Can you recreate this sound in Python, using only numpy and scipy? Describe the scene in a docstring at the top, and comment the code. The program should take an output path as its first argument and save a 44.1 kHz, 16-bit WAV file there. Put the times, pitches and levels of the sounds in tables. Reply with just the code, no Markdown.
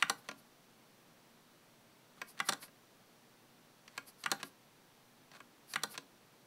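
"""A mechanical keyboard on a desk, close to the microphone in a quiet room, one hand on its keys.
Four times a key bottoms out with a clack and springs back with a brighter rattle: plate modes ring
under bursts of plastic chatter. Fingers tap and nudge the caps around it, with the same two layers.
Fingertips swish and scuff over the caps as swelling filtered noise; air and hiss lie under it all."""
import sys
import numpy as np
from scipy import signal
from scipy.fft import rfft, irfft, next_fast_len
from scipy.io import wavfile
from scipy.ndimage import uniform_filter1d

SR = 44100
rng = np.random.default_rng(int(sys.argv[2]) if len(sys.argv) > 2 else 0)


def to_wav(sig):
    """Store sig (one row per channel, or 1-D mono) as 16-bit WAV at the path in sys.argv[1].

    Samples outside -1..1 are clipped; the rate is SR.
    """
    pcm = np.clip(np.atleast_2d(sig), -1, 1) * 32767
    pcm = np.round(pcm).astype(np.int16)
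    wavfile.write(sys.argv[1], SR, pcm.T)  # frames by channels


N = 284886  # length in samples
TIME = np.arange(N) / SR  # time in the scene (s)
AGE = np.arange(SR // 2) / SR  # time since a contact (s)


def amp(db):
    """Decibels to gain."""
    return 10 ** (np.asarray(db) / 20)


def unit(x):
    """Scale to rms 1."""
    return x / np.sqrt(np.mean(x ** 2) + 1e-20)


def strike_level(x, count):
    """Scale so that the first count samples have rms 1."""
    return x / np.sqrt(np.mean(x[:count] ** 2) + 1e-20)


def along(points, hz):
    """Read (f/Hz, value) points on a log frequency axis."""
    f, value = np.transpose(points)
    return np.interp(np.log(hz + 1), np.log(f + 1), value)


def noise(spectrum, size):
    """Noise of rms 1 with the given spectrum."""
    m = next_fast_len(size)
    gain = amp(along(spectrum, np.fft.rfftfreq(m, 1 / SR)))
    shaped = irfft(rfft(rng.standard_normal(m)) * gain, m)
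    return unit(shaped[:size])


def highpass(x, edge_hz, order):
    """Causal bass cut."""
    sos = signal.butter(order, edge_hz, "highpass", fs=SR, output="sos")
    return signal.sosfilt(sos, x)


def lumps(size, depth_db, count):
    """An uneven gain that wanders over about count samples."""
    wander = uniform_filter1d(rng.standard_normal(size), size=count)
    return amp(depth_db * unit(wander))


def strokes(rows):
    """Gain over time of strokes that swell and fade, from rows of (t/s, level/dB, rise/s, fall/s)."""
    gain = np.zeros(N)
    for s, db, rise, fall in rows:
        half_length = np.where(TIME < s, rise, fall)
        gain += amp(db) * np.exp(-((TIME - s) / half_length) ** 2 / 2)
    return gain


def add(track, s, x):
    """Mix x into the track at time s."""
    part = track[max(round(s * SR), 0):][:len(x)]
    part += x[:len(part)]


# room air and microphone hiss, relative spectrum: f/Hz, level/dB per Hz
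AIR_SPECTRUM = [(20, -7), (35, -34), (70, -12.5), (90, -16), (115, 0.5), (205, -1), (232, 4), (260, -1.5),
                (1000, -7), (2400, -12.5), (4500, -14), (5100, -17), (5900, -15), (6600, -19.5),
                (15500, -21.5)]


def background():
    """Steady room air and microphone hiss."""
    return amp(-64.5) * noise(AIR_SPECTRUM, N)


# decay of the small room: f/Hz, t60/s
ROOM_DECAY = [(150, 0.53), (1500, 0.24), (4000, 0.21), (9000, 0.16), (15000, 0.35)]


def in_room(x, wet_db):
    """A contact plus the room's short answer, which builds up as the walls reply."""
    hz, t, z = signal.stft(rng.standard_normal(len(AGE)), SR, nperseg=256)
    decay = amp(-60 * t / along(ROOM_DECAY, hz)[:, None])
    tail = signal.istft(z * decay, SR, nperseg=256)[1][:len(AGE)]
    tail = tail * (1 - np.exp(-(AGE / 0.0028) ** 2))
    reply = signal.fftconvolve(x, tail / np.linalg.norm(tail))[:len(x)]
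    return x + amp(wet_db) * reply


DESK_HZ = 750  # modes below this belong to the desk


def ring(modes, hardness_db, lag, swell_cycles, scatter_db, desk_lag=0.0019, desk_swell_cycles=0.77):
    """The plate's modes swell over about a cycle; the blow reaches the desk through the feet (lags in s)."""
    hz, t60, db = np.transpose(modes)[:, :, None]
    hz = hz * (1 + 0.006 * rng.standard_normal(hz.shape))  # the finger loads the plate differently each time
    desk = hz < DESK_HZ
    t = np.maximum(AGE - np.where(desk, desk_lag, lag), 0)
    tilt = hardness_db * np.log2(hz / 1000)  # a harder, shorter contact favours the high modes
    scatter = scatter_db * rng.standard_normal(hz.shape)
    strength = amp(db + tilt + scatter - 60 * t / t60)
    swell = 1 - np.exp(-t * hz / np.where(desk, desk_swell_cycles, swell_cycles))
    tones = strength * swell * np.sin(2 * np.pi * hz * t)
    return strike_level(np.sum(tones, axis=0), count=265)


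CAP_HZ = 1700  # a keycap is too small to radiate below this


def chatter(spectrum, t60, rise):
    """Plastic parts chatter unevenly against each other for a few milliseconds."""
    envelope = amp(-60 * AGE / t60) * (1 - np.exp(-AGE / rise))
    uneven = envelope * lumps(len(AGE), depth_db=2.0, count=30)
    burst = highpass(uneven * noise(spectrum, len(AGE)), CAP_HZ, order=3)
    return strike_level(burst, count=176)


# tick of a switch, relative spectrum: f/Hz, level/dB per Hz
TICK_SPECTRUM = [(3000, -51), (6000, -23), (7000, -6.5), (7700, -6), (8500, -8), (9600, -7.5), (10700, -15),
                 (12500, -18.5), (14200, -18.5), (16000, -28)]


def keys(contacts, modes, snap, lag, swell_cycles, rise, rattle, tick_life,
         plate_db, snap_db, tick_db, tick_growth, wet_db):
    """Each contact: the switch ticks, the keycap snaps and the plate rings on; the tick follows the click.

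    lag and rise are in s, rattle is the snap's t60 in s, tick_life the tick's share of that t60.
    """
    track = np.zeros(N)
    loudest = max(click for s, knock, click, hardness in contacts)
    for s, knock, click, hardness in contacts:
        body = amp(knock + plate_db) * ring(modes, hardness, lag, swell_cycles, scatter_db=2.0)
        cap = amp(click + snap_db) * chatter(snap, rattle, rise)
        tick_level = loudest + tick_db + tick_growth * (click - loudest)
        tick = amp(tick_level) * chatter(TICK_SPECTRUM, rattle * tick_life, rise)
        add(track, s, in_room(body + cap + tick, wet_db))
    return track


# fingers feel their way over the caps' edges: t/s at the strongest, level/dB before trim, half length/s
FUMBLE_STROKES = [(2.631, -50, 0.0075), (4.406, -51.5, .008), (5.353, -52.5, .014), (5.95, -49.5, 0.01)]


def brushes():
    """Pad strokes on the caps' edges: one ahead of every contact and one through every fumble."""
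    kinds = [  # contacts, (lead/s, level/dB over the contact's knock entry, half length/s)
        (KEY_PRESSES, (0.013, -24.5, 0.0087)),
        (KEY_RELEASES, (0.005, -19.5, 0.0076)),
        (CAP_TAPS, (0.019, -26.5, 0.032)),
    ]
    rows = [(s, db, half, half) for s, db, half in FUMBLE_STROKES]
    for contacts, (lead, db, half) in kinds:
        rows += [(s - lead, knock + db, half, half) for s, knock, *_ in contacts]
    return rows


# fingertip slides: t/s at the strongest, level/dB before trim, half length of the swell/s
FINGER_SLIDES = [(.19, -59, .011), (0.39, -59.5, 0.0094), (2.296, -51.5, .015), (2.474, -46, .014),
                 (2.634, -47.5, 0.017), (4.085, -50, .012), (4.209, -57, 0.016), (4.462, -54.5, .019),
                 (5.718, -49.5, 0.022), (5.922, -48.5, .016)]
# skin sliding over a cap, relative spectrum: f/Hz, level/dB per Hz
SKIN_SPECTRUM = [(300, -12), (1100, -5), (3600, -10), (4600, 0), (5400, -5), (6700, -10), (8400, -7.5),
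                 (9300, -1), (11200, 0), (13300, -2.5), (15500, -17)]
# finger pad on a cap's edge, relative spectrum: f/Hz, level/dB per Hz
PAD_SPECTRUM = [(200, 1.5), (600, -5), (1100, 8.5), (1700, 4.5), (3000, -3), (4300, 1.5), (5300, -13),
                (7700, -8), (15000, -19)]


def fingertips():
    """Skin sliding over a cap gives a smooth, high swish; at a cap's edge it sticks and slips in small grains."""
    fall_over_rise = 1.13  # a slide fades a little more slowly than it swells
    slides = [(s, db, half, half * fall_over_rise) for s, db, half in FINGER_SLIDES]
    swish = amp(-5.0) * strokes(slides) * noise(SKIN_SPECTRUM, N)
    grains = unit(lumps(N, depth_db=4.5, count=90) * noise(PAD_SPECTRUM, N))
    scuff = amp(-4.5) * strokes(brushes()) * grains
    return swish + scuff


def nudges():
    """In each fumble three loose caps knock lightly, one after another at uneven gaps."""
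    knock_db, click_db = -3, -4  # over the fumble's level entry
    hardness_db = -1.5  # dB per octave
    rows = []
    for s, db, half in FUMBLE_STROKES:
        for place in np.linspace(-1, 1, 3):
            moment = s + 0.7 * half * (place + 0.3 * rng.standard_normal())
            rows.append((moment, db + knock_db, db + click_db, hardness_db))
    return rows


# a finger or nail lands on a cap:
# t/s, plate knock level/dB before trim, keycap click level/dB before trim, hardness/dB per octave
CAP_TAPS = [(0.2878, -36.5, -36.5, -2), (0.3125, -44, -44.5, -3.5), (2.2162, -34.5, -40, 1),
            (2.391, -58, -44, 6), (2.681, -56, -60, -6), (3.8785, -54.5, -47, 1), (3.9776, -33.5, -35.5, 1),
            (4.2385, -46, -36, -2.5), (4.4298, -38, -34, -4), (5.3155, -56, -51.5, -7.5),
            (5.4035, -45.5, -59, 1), (5.7368, -45, -32.5, -2), (5.9772, -41, -34, -4.5)]
# plate and desk under the tapped caps, near the plate's end: nominal f/Hz, t60/s, relative level/dB
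PLATE_END_MODES = [(169, 0.046, -17), (217, 0.045, -11.5), (275.4, 0.18, -20), (371, 0.09, -19.5),
                   (490, 0.06, -17.5), (610, 0.029, -5), (675, 0.039, -11.5), (790, 0.014, -4.5),
                   (910, 0.06, -22), (1042, 0.045, -3), (1128, 0.032, -1), (1410, 0.087, -9),
                   (1625, 0.043, -2), (1822, 0.023, -9), (1910, 0.016, 1.5), (2234, 0.033, -1.5),
                   (2505, 0.024, 0.5), (2375, 0.0093, -25), (2956, 0.023, -7.5), (3165, 0.034, -10),
                   (4720, 0.019, -64), (7800, 0.0063, -5.5), (13800, .02, -19)]
# keycap under a tap, relative spectrum: f/Hz, level/dB per Hz
TAP_SPECTRUM = [(1200, -4), (2500, -4.5), (3500, -8), (4400, -4.5), (5100, -13), (6000, -5), (7500, -30),
                (12000, -67)]


def taps():
    """A sharp tick, then a light knock from the end of the plate."""
    return keys(CAP_TAPS + nudges(), PLATE_END_MODES, TAP_SPECTRUM,
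                lag=0.00018, swell_cycles=0.98, rise=0.0001, rattle=0.027, tick_life=0.67,
                plate_db=-4.0, snap_db=-5, tick_db=-12.0, tick_growth=1.37, wet_db=-13.5)


# the key hits bottom: t/s, plate knock level/dB before trim, keycap click level/dB before trim
KEY_PRESSES = [(0.0242, -21, -20), (2.401, -26, -29.5), (4.2595, -26.5, -30.5), (5.7579, -26, -28)]
# the key springs back and rattles against its stop: t/s, knock level/dB and click level/dB before trim
KEY_RELEASES = [(0.0968, -27, -26), (2.4874, -28.5, -26), (2.4926, -31.5, -27.5), (2.523, -35, -34.5),
                (2.533, -41, -36), (4.3156, -28.5, -25.5), (5.8343, -32, -29)]
# plate and desk under the struck key:
# nominal f/Hz, t60/s with the key free, relative level/dB on a press, relative level/dB on a release
PLATE_MODES = [(158, 0.27, -29, -26), (213.4, 0.17, -26, -16), (286.7, 0.18, -29.5, -18),
               (353, 0.023, -13.5, 2.5), (473, 0.046, -22, -2.5), (560, 0.056, -22, -6.5),
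               (704, 0.11, -25, -21), (799, 0.079, -10.5, -5), (949, 0.051, -9.5, -4),
               (1070, 0.045, -58, 0.5), (1132, 0.026, 1.5, 0.5), (1180, 0.033, 4, -0.5),
               (1433, 0.049, 5.5, 0.5), (1473, 0.31, -21.5, -20.5), (1522, 0.13, -10, -10),
               (1624, 0.061, -1, -6), (1879, 0.056, -10.5, -9), (1958, 0.026, 10.5, -5),
               (2280, 0.087, -12, -20), (2245, 0.013, -14, -8), (2420, 0.057, -8, -23),
               (2730, 0.039, -0.5, -16), (2872, 0.051, -4, -35), (3270, 0.012, -8, -15),
               (3580, 0.039, -21, -6.5), (3920, 0.019, -15, -11), (4070, 0.015, -12, 4)]
# keycap hitting bottom, relative spectrum: f/Hz, level/dB per Hz
PRESS_SPECTRUM = [(1200, 6), (2600, 2), (3700, -0.5), (4400, -3.5), (5000, -14), (5900, -4), (7500, -68),
                  (12000, -62)]
# keycap springing back, relative spectrum: f/Hz, level/dB per Hz
RELEASE_SPECTRUM = [(1200, 3.5), (2400, -7.5), (3200, -4), (4100, -3), (4600, -2), (5200, -13.5),
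                    (5900, 2.5), (7200, -79), (12000, -58)]


def keystrokes():
    """Going down the key drives the plate hard; coming up it rattles against its stop."""
    press_hardness_db, release_hardness_db = -3, -0.1  # dB per octave
    hz, t60, press_db, release_db = np.transpose(PLATE_MODES)
    held = np.transpose([hz, t60 * 0.73, press_db])  # the finger on the key damps the ring
    free = np.transpose([hz, t60, release_db])
    presses = [(*row, press_hardness_db) for row in KEY_PRESSES]
    releases = [(*row, release_hardness_db) for row in KEY_RELEASES]
    down = keys(presses, held, PRESS_SPECTRUM,
                lag=0.00041, swell_cycles=1.5, rise=0.00068, rattle=0.018, tick_life=0.85,
                plate_db=-4.0, snap_db=-5.5, tick_db=-19, tick_growth=0.47, wet_db=-12.0)
    up = keys(releases, free, RELEASE_SPECTRUM,
              lag=0.001836, swell_cycles=0.9, rise=0.00024, rattle=0.025, tick_life=0.8,
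              plate_db=-3.0, snap_db=-4.0, tick_db=-7.0, tick_growth=1.0, wet_db=-13.5)
    return down + up


def scene():
    """Keys, fingers and room at one microphone; the keyboard's sounds carry little deep bass."""
    keyboard = highpass(keystrokes() + taps() + fingertips(), edge_hz=114, order=4)
    return (keyboard + background())[None]


def record(dry):
    """The recorder keeps nothing above its band limit."""
    top_hz = 15750
    m = next_fast_len(N + SR // 2)
    in_band = np.fft.rfftfreq(m, 1 / SR) < top_hz
    return irfft(rfft(dry, m) * in_band, m)[..., :N]


dry = scene()
out = record(dry)
to_wav(out)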